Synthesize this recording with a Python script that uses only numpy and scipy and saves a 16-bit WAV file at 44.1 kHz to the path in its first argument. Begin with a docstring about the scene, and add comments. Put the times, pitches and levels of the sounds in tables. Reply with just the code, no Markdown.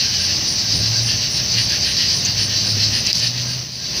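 """Three katydids rasp in the night, each dragging a scraper over file teeth that ring its wing.
Behind them a far crowd sizzles, a small cricket trills at 9 kHz, two far crickets chirp below it and a
thin whine pulses on top. A distant engine climbs and falls over traffic rumble, mains hum and one brief
drone. Fingers click, rub and thud on the hand-held microphone. Near the end the level of the insects,
rumble and hum dips briefly."""
import sys
import numpy as np
from scipy import signal
from scipy.fft import rfft, irfft
from scipy.io import wavfile
from scipy.ndimage import uniform_filter1d, minimum_filter1d

SR = 44100
rng = np.random.default_rng(int(sys.argv[2]) if len(sys.argv) > 2 else 0)


def transcribe(u):
    """Save the signal u as a 16-bit wav file named by the first command-line argument.

    u: samples, shape (n,) or (channels, n), limited to [-1, 1]; the rate is SR.
    q: integer samples, one column per channel.
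    """
    v = np.clip(np.atleast_2d(u).T, -1, 1)
    q = np.round(v * 32767).astype(np.int16)
    wavfile.write(sys.argv[1], SR, q)


N = 176400

# EQ curves of the rumble and air, the insect crowd and a finger rub: f/Hz, relative level/dB
AIR_EQ = [(20, -24), (35, -14), (55, -2.5), (90, 1.5), (130, 2), (190, 0), (260, -7.5), (400, -11.5),
          (700, -14), (1200, -17.5), (3000, -27.5), (8000, -33), (15000, -33.5)]
CROWD_EQ = [(1200, -30), (1550, -20), (1850, -12.5), (2200, -14), (2850, -9), (3550, -11.5), (4000, -5.5),
            (4700, 0.5), (5400, -2), (5800, -0.5), (6150, 0), (6400, -10), (6650, -22), (7100, -28),
            (8300, -31.5), (15000, -33.5)]
RUB_EQ = [(2000, -34), (4000, -2), (5400, 5), (7000, -18), (9000, -21), (11000, -18), (12000, -26),
          (15000, -31)]
# mains hum partials: f/Hz, level/dB
HUM_PARTIALS = [(120, -37), (240, -42), (600, -45.5), (720, -53), (1081, -61)]
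# engine revs: t/s, firing f/Hz, level/dB
ENGINE_REVS = [(0, 81.6, -37.5), (.28, 90.7, -34), (.5, 97.4, -43), (.75, 104.6, -27.5), (1.0, 113.1, -24),
               (1.251, 117.6, -36.5), (1.48, 123, -39), (1.6, 110.8, -27), (1.75, 102.2, -48.5),
               (2.15, 98, -37), (2.4, 101.7, -30.5), (2.55, 103.4, -37), (2.7, 104.1, -27.5),
               (2.92, 104.9, -25), (3.05, 113.7, -33.5), (3.4, 122, -26.5), (3.65, 126.8, -35),
               (3.799, 124, -53)]
# thuds of the hand on the casing: t/s, level/dB, decay t60/s, upper edge f/Hz
THUDS = [(0.729, -18.5, 0.34, 170), (.785, -23.5, 0.32, 210), (1.13, -21, 0.19, 172),
         (2.655, -27, 0.25, 552.5), (2.76, -28, 0.15, 300), (2.89, -24.5, .3, 189.7),
         (3.93, -31, 0.16, 400)]
# finger clicks: t/s, level/dB, ring f/Hz, ring t60/s
CLICKS = [(2.2499, -9.5, 6300, 0.039), (2.2555, -10, 6100, .02), (2.2626, -12, 6700, 0.01),
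          (3.066, -1, 5520, 0.0077), (3.0712, 0, 5100, 0.0081), (3.13, 12, 5100, 0.0051),
          (3.1535, -6, 5400, .006), (3.1998, -5, 5600, 0.0047)]
# light rubs across the casing: centre t/s, level/dB
RUBS = [(1.125, -29), (3.172, -20.5)]
# chirps of the low and the high far cricket: centre t/s, level/dB
LOW_CHIRPS = [(.07, -33), (.216, -36), (.669, -39.5), (.824, -38), (.968, -32.5), (1.6, -48), (1.74, -35),
              (1.881, -38), (2.092, -44), (2.388, -40), (2.503, -42), (2.658, -36), (2.79, -38),
              (3.497, -36), (3.835, -37), (3.974, -39)]
HIGH_CHIRPS = [(.193, -53), (.488, -49), (.752, -56), (1.028, -51), (1.256, -47), (1.605, -50),
               (1.822, -53), (2.111, -45), (2.438, -49), (2.64, -51), (2.891, -48), (3.497, -50)]
# trills of the small cricket: first pulse t/s, pulse count, level/dB
TRILLS = [(.1941, 8, -28.5), (0.4744, 8, -28), (.7403, 7, -28), (1.0246, 8, -28), (1.307, 8, -28),
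          (1.5812, 8, -28), (1.857, 8, -27.5), (2.1345, 7, -28), (2.3917, 8, -27), (2.6553, 8, -30),
          (2.9325, 8, -29), (3.222, 7, -31.5), (3.475, 8, -32.5), (3.722, 8, -35.5), (3.959, 8, -36)]
# wing strokes of the broad, the shrill and the far katydid: centre t/s, relative level/dB
BROAD_RASPS = [(.02, -23.5), (.155, -26.5), (.225, -29), (.301, -25), (.42, -29), (.724, -34),
               (.865, -28.5), (1.11, -23.5), (1.238, -25), (1.396, -29.5), (1.586, -21), (1.74, -20.5),
               (1.884, -21), (2.022, -21), (2.125, -27), (2.275, -25), (2.41, -23), (2.53, -24.5),
               (2.665, -30), (2.806, -23.5), (2.96, -22), (3.095, -22), (3.24, -24), (3.38, -30),
               (3.53, -30.5), (3.97, -31.5)]
SHRILL_RASPS = [(.015, -16.5), (.09, -22), (.165, -19), (.245, -21.5), (.336, -19), (.477, -22), (.6, -17),
                (.722, -17.5), (.848, -17), (.976, -17), (1.106, -20), (1.234, -20.5), (1.373, -19),
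                (1.53, -17.5), (1.62, -18.5), (1.715, -17.5), (1.845, -18), (1.98, -15.5), (2.102, -16.5),
                (2.2, -21), (2.289, -21), (2.408, -20), (2.583, -17.5), (2.70, -17), (2.842, -14.5),
                (2.975, -20.5), (3.11, -18.5), (3.255, -16.5), (3.401, -20), (3.52, -24.5), (3.75, -21.5),
                (3.86, -18.5), (3.98, -20)]
FAR_RASPS = [(.04, -22.5), (.164, -22), (.27, -22.5), (.431, -19.5), (.569, -22), (.708, -22), (.832, -25),
             (.963, -21), (1.087, -23), (1.221, -22), (1.36, -23), (1.53, -21), (1.68, -27), (1.825, -20),
             (1.997, -21.5), (2.14, -22.5), (2.409, -23), (2.563, -20.5), (2.805, -21), (2.93, -27)]
# their wing resonances: f/Hz, width/Hz, relative level/dB
BROAD_WING = [(1855, 430, -4.5), (2880, 1000, -0.5), (4220, 620, 2), (5100, 430, -0.5), (7200, 1200, -68),
              (11100, 3400, -27)]
SHRILL_WING = [(2750, 1350, -16), (4150, 700, -3.5), (4700, 690, 2.5), (5220, 600, -1.5)]
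FAR_WING = [(5500, 300, 0), (6000, 230, -1)]
# fader ride on insects, rumble and hum, held at its first value until the dip: t/s, gain/dB
FADER = [(3.25, -4), (3.321, -6.5), (3.45, -6), (3.6, -7.5), (3.7, -12.3), (3.8, -10.2), (3.91, -7),
         (3.97, -4.5)]


def undb(db):
    """Decibels to gain."""
    return 10 ** (np.asarray(db) / 20)


def unit(x):
    """Scale to rms 1."""
    return x / np.sqrt(np.mean(x ** 2))


def clock():
    """Time of every sample in seconds."""
    return np.arange(N) / SR


def wander(rate_hz):
    """Smooth random modulation with a spread near 1."""
    hold = int(SR / rate_hz)
    steps = np.repeat(rng.standard_normal(N // hold + 1), hold)
    return .97 * uniform_filter1d(uniform_filter1d(steps, hold), hold)[:N]


def equalise(x, curve):
    """Shape a sound with an EQ curve (f/Hz, level/dB), at rms 1."""
    hz, db = np.array(curve, float).T
    f = np.maximum(np.arange(N // 2 + 1) * SR / N, 1)
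    return unit(irfft(rfft(x) * undb(np.interp(np.log(f), np.log(hz), db)), N))


def ring(x, resonances):
    """Play a sound through steep resonances (f/Hz, width/Hz, level/dB), at rms 1."""
    f = np.maximum(np.arange(N // 2 + 1) * SR / N, 1)
    power = sum(undb(db) ** 2 / (1 + ((f * f - hz * hz) / (f * width)) ** 2) ** 2
                for hz, width, db in resonances)
    return unit(irfft(rfft(x) * np.sqrt(power), N))


def swells(cues, length_s):
    """A bell-shaped swell on each cue (t/s, level/dB), length_s wide at half power."""
    t = clock()
    power = sum(undb(db) ** 2 * np.exp2(-np.minimum((2 * (t - at) / length_s) ** 2, 100))
                for at, db in cues)
    return np.sqrt(power)


def foliage(x, wet_db, t60_s=.11):
    """Leaves and ground scatter a short tail after the direct sound."""
    t = np.arange(SR // 5) / SR
    tail = rng.standard_normal(len(t)) * np.exp(-np.log(1000) * t / t60_s)
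    wet = signal.fftconvolve(x, tail / np.linalg.norm(tail))[:len(x)]
    return (x + undb(wet_db) * wet) / np.hypot(1, undb(wet_db))


def rumble():
    """A gently breathing bed of far traffic and air."""
    return equalise(rng.standard_normal(N), AIR_EQ) * undb(-28 + 1.4 * wander(5.91))


def mains_hum():
    """Electrical plant hums, each partial drifting in level and phase."""
    out = np.zeros(N)
    for hz, db in HUM_PARTIALS:
        peak = np.sqrt(2) * undb(db + 1.1 * wander(5.12))
        out += peak * np.sin(2 * np.pi * hz * clock() + .29 * wander(3.85))
    return out


def drone(at_s=.4, hz=319, db=-40):
    """A faint, far tone swells once and is gone."""
    return unit(np.sin(2 * np.pi * hz * clock())) * swells([(at_s, db)], length_s=.14)


def engine(flutter_db=2, jitter_rad=.48):
    """Only the firing note of a far vehicle carries, climbing between gear changes."""
    at, hz, db = np.array(ENGINE_REVS, float).T
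    t = clock()
    phase = 2 * np.pi * np.cumsum(np.interp(t, at, hz)) / SR + jitter_rad * wander(35)
    return unit(np.sin(phase)) * undb(np.interp(t, at, db) + flutter_db * wander(18))


def grip_thuds(attack_s=.0088, low_hz=66):
    """The grip shifts and the casing gives dull, short thuds."""
    t, out = clock(), np.zeros(N)
    for at, db, t60, top_hz in THUDS:
        age = np.maximum(t - at, 0)
        band = signal.butter(2, [low_hz, top_hz], "band", fs=SR, output="sos")
        body = unit(signal.sosfilt(band, rng.standard_normal(N)))
        envelope = (1 - np.exp(-age / attack_s)) * np.exp(-np.log(1000) * age / t60)
        out += undb(db) * body * envelope
    return out


def finger_clicks(attack_s=.00012, crack_s=.0005, crack_db=-20):
    """Fingers tick against the casing: a tiny crack, then a bright ring."""
    t, out = clock(), np.zeros(N)
    for at, db, hz, t60 in CLICKS:
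        age = np.maximum(t - at, 0)
        body = np.sin(2 * np.pi * hz * age) * np.exp(-np.log(1000) * np.minimum(age / t60, 10))
        crack = rng.standard_normal(N) * np.exp(-np.minimum(age / crack_s, 20))
        attack = 1 - np.exp(-np.minimum(age / attack_s, 20))
        out += undb(db) * attack * (body + undb(crack_db) * crack)
    return out


def finger_rubs():
    """Fingers brush the casing in short, gritty swipes."""
    grit = rng.standard_normal(N) * (rng.random(N) < .3)
    return equalise(grit, RUB_EQ) * swells(RUBS, length_s=.034)


def whine(hz=14999, period_s=.0667, gap_at_s=.068, gap_s=.012):
    """A thin, very high tone that ducks and wobbles fifteen times a second."""
    t = clock()
    cycles_from_gap = ((t - gap_at_s) / period_s + .5) % 1 - .5
    gate = 1 - .68 * np.exp(-(cycles_from_gap * period_s / gap_s) ** 2)
    roughness = .5 * wander(250)
    wobble = np.cos(2 * np.pi * cycles_from_gap)
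    tone = np.sin(2 * np.pi * hz * t + roughness + wobble)
    return unit(tone * gate * undb(1.2 * wander(120))) * undb(-45.5)


def crowd(clicks_per_s=4500, scatter_db=2, flicker_db=.2):
    """Countless far katydids merge into a grainy, lightly flickering sizzle."""
    struck = rng.random(N) < clicks_per_s / SR
    clicks = struck * np.sign(rng.standard_normal(N)) * undb(scatter_db * rng.standard_normal(N))
    return equalise(clicks, CROWD_EQ) * undb(-19.5 + flicker_db * wander(25.03))


def far_cricket(chirps, hz, width_hz, length_s):
    """Chirps blurred by distance into narrow, wavering notes."""
    return ring(rng.standard_normal(N), [(hz, width_hz, 0)]) * swells(chirps, length_s)


def small_cricket(pitch_hz=9125, sag_hz_per_s=60000, spacing_s=.0104, pulse_s=.009, first_pulse_db=-6):
    """Trills of seven or eight pure pulses, each sagging in pitch as the wing slows."""
    t, out = clock(), np.zeros(N)
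    for start, count, db in TRILLS:
        for k in range(count):
            at = start + k * spacing_s
            span = slice(*np.searchsorted(t, [at - pulse_s / 2, at + pulse_s / 2]))
            offset = t[span] - at
            hz = pitch_hz * (1 + .004 * rng.standard_normal())
            gain = undb(db + first_pulse_db * (k == 0) + rng.standard_normal())
            cycles = hz * offset - sag_hz_per_s * offset ** 2 / 2 + rng.random()
            out[span] += gain * np.cos(np.pi * offset / pulse_s) * np.sin(2 * np.pi * cycles)
    return foliage(out, wet_db=-15)


def katydid(rasps, wing, rasp_s, teeth_hz, wet_db, jitter=.12, speed_spread=.04, scatter_db=2):
    """Each stroke drags a scraper over file teeth at its own speed; the uneven strikes ring the wing."""
    half, strokes = SR // 5, np.zeros(N + SR)
    offset = np.arange(-half, half) / SR
    envelope = np.exp2(-2 * (offset / rasp_s) ** 2)
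    for at, db in rasps:
        gap, force = rng.standard_normal(size=(400, 2)).T
        stroke_hz = teeth_hz * (1 + speed_spread * rng.standard_normal())
        strike_s = np.cumsum(np.abs(1 + jitter * gap)) / stroke_hz
        teeth = np.bincount((strike_s * SR).astype(int), undb(scatter_db * force), 2 * half)[:2 * half]
        scattered = unit(foliage(teeth, wet_db))  # the microphone moves: a new tail for every stroke
        start = int(at * SR)
        strokes[start:start + 2 * half] += undb(db) * scattered * envelope
    strokes = strokes[half:half + N]  # centre each stroke on its cue
    return ring(strokes, wing) * np.std(strokes)


def scene():
    """Insects, rumble and hum share one fader; drone, engine and handling noise bypass it."""
    broad = undb(3.3) * katydid(BROAD_RASPS, BROAD_WING, rasp_s=.054, teeth_hz=321, wet_db=5)
    shrill = undb(2) * katydid(SHRILL_RASPS, SHRILL_WING, rasp_s=.07, teeth_hz=240.1, wet_db=6.5)
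    far = katydid(FAR_RASPS, FAR_WING, rasp_s=.099, teeth_hz=289.3, wet_db=6)
    low = far_cricket(LOW_CHIRPS, hz=1602, width_hz=88, length_s=.046)
    high = far_cricket(HIGH_CHIRPS, hz=7660, width_hz=240, length_s=.12)
    insects = broad + shrill + far + low + high + crowd() + small_cricket() + whine()
    fader = undb(np.interp(clock(), *np.array(FADER).T))
    night = fader * (insects + rumble() + mains_hum())
    return (night + drone() + engine() + finger_clicks() + finger_rubs() + grip_thuds())[None]


def record(dry):
    """A look-ahead limiter ducks around full-scale peaks; a steep filter cuts above 15.5 kHz."""
    hold = int(.026 * SR)
    reduction = 1 / np.maximum(np.abs(dry), 1)
    gain = uniform_filter1d(minimum_filter1d(reduction, hold), hold // 2)
    high_cut = signal.ellip(10, .1, 80, 15500, fs=SR, output="sos")
    return signal.sosfilt(high_cut, dry * gain)


dry = scene()
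out = record(dry)
transcribe(out)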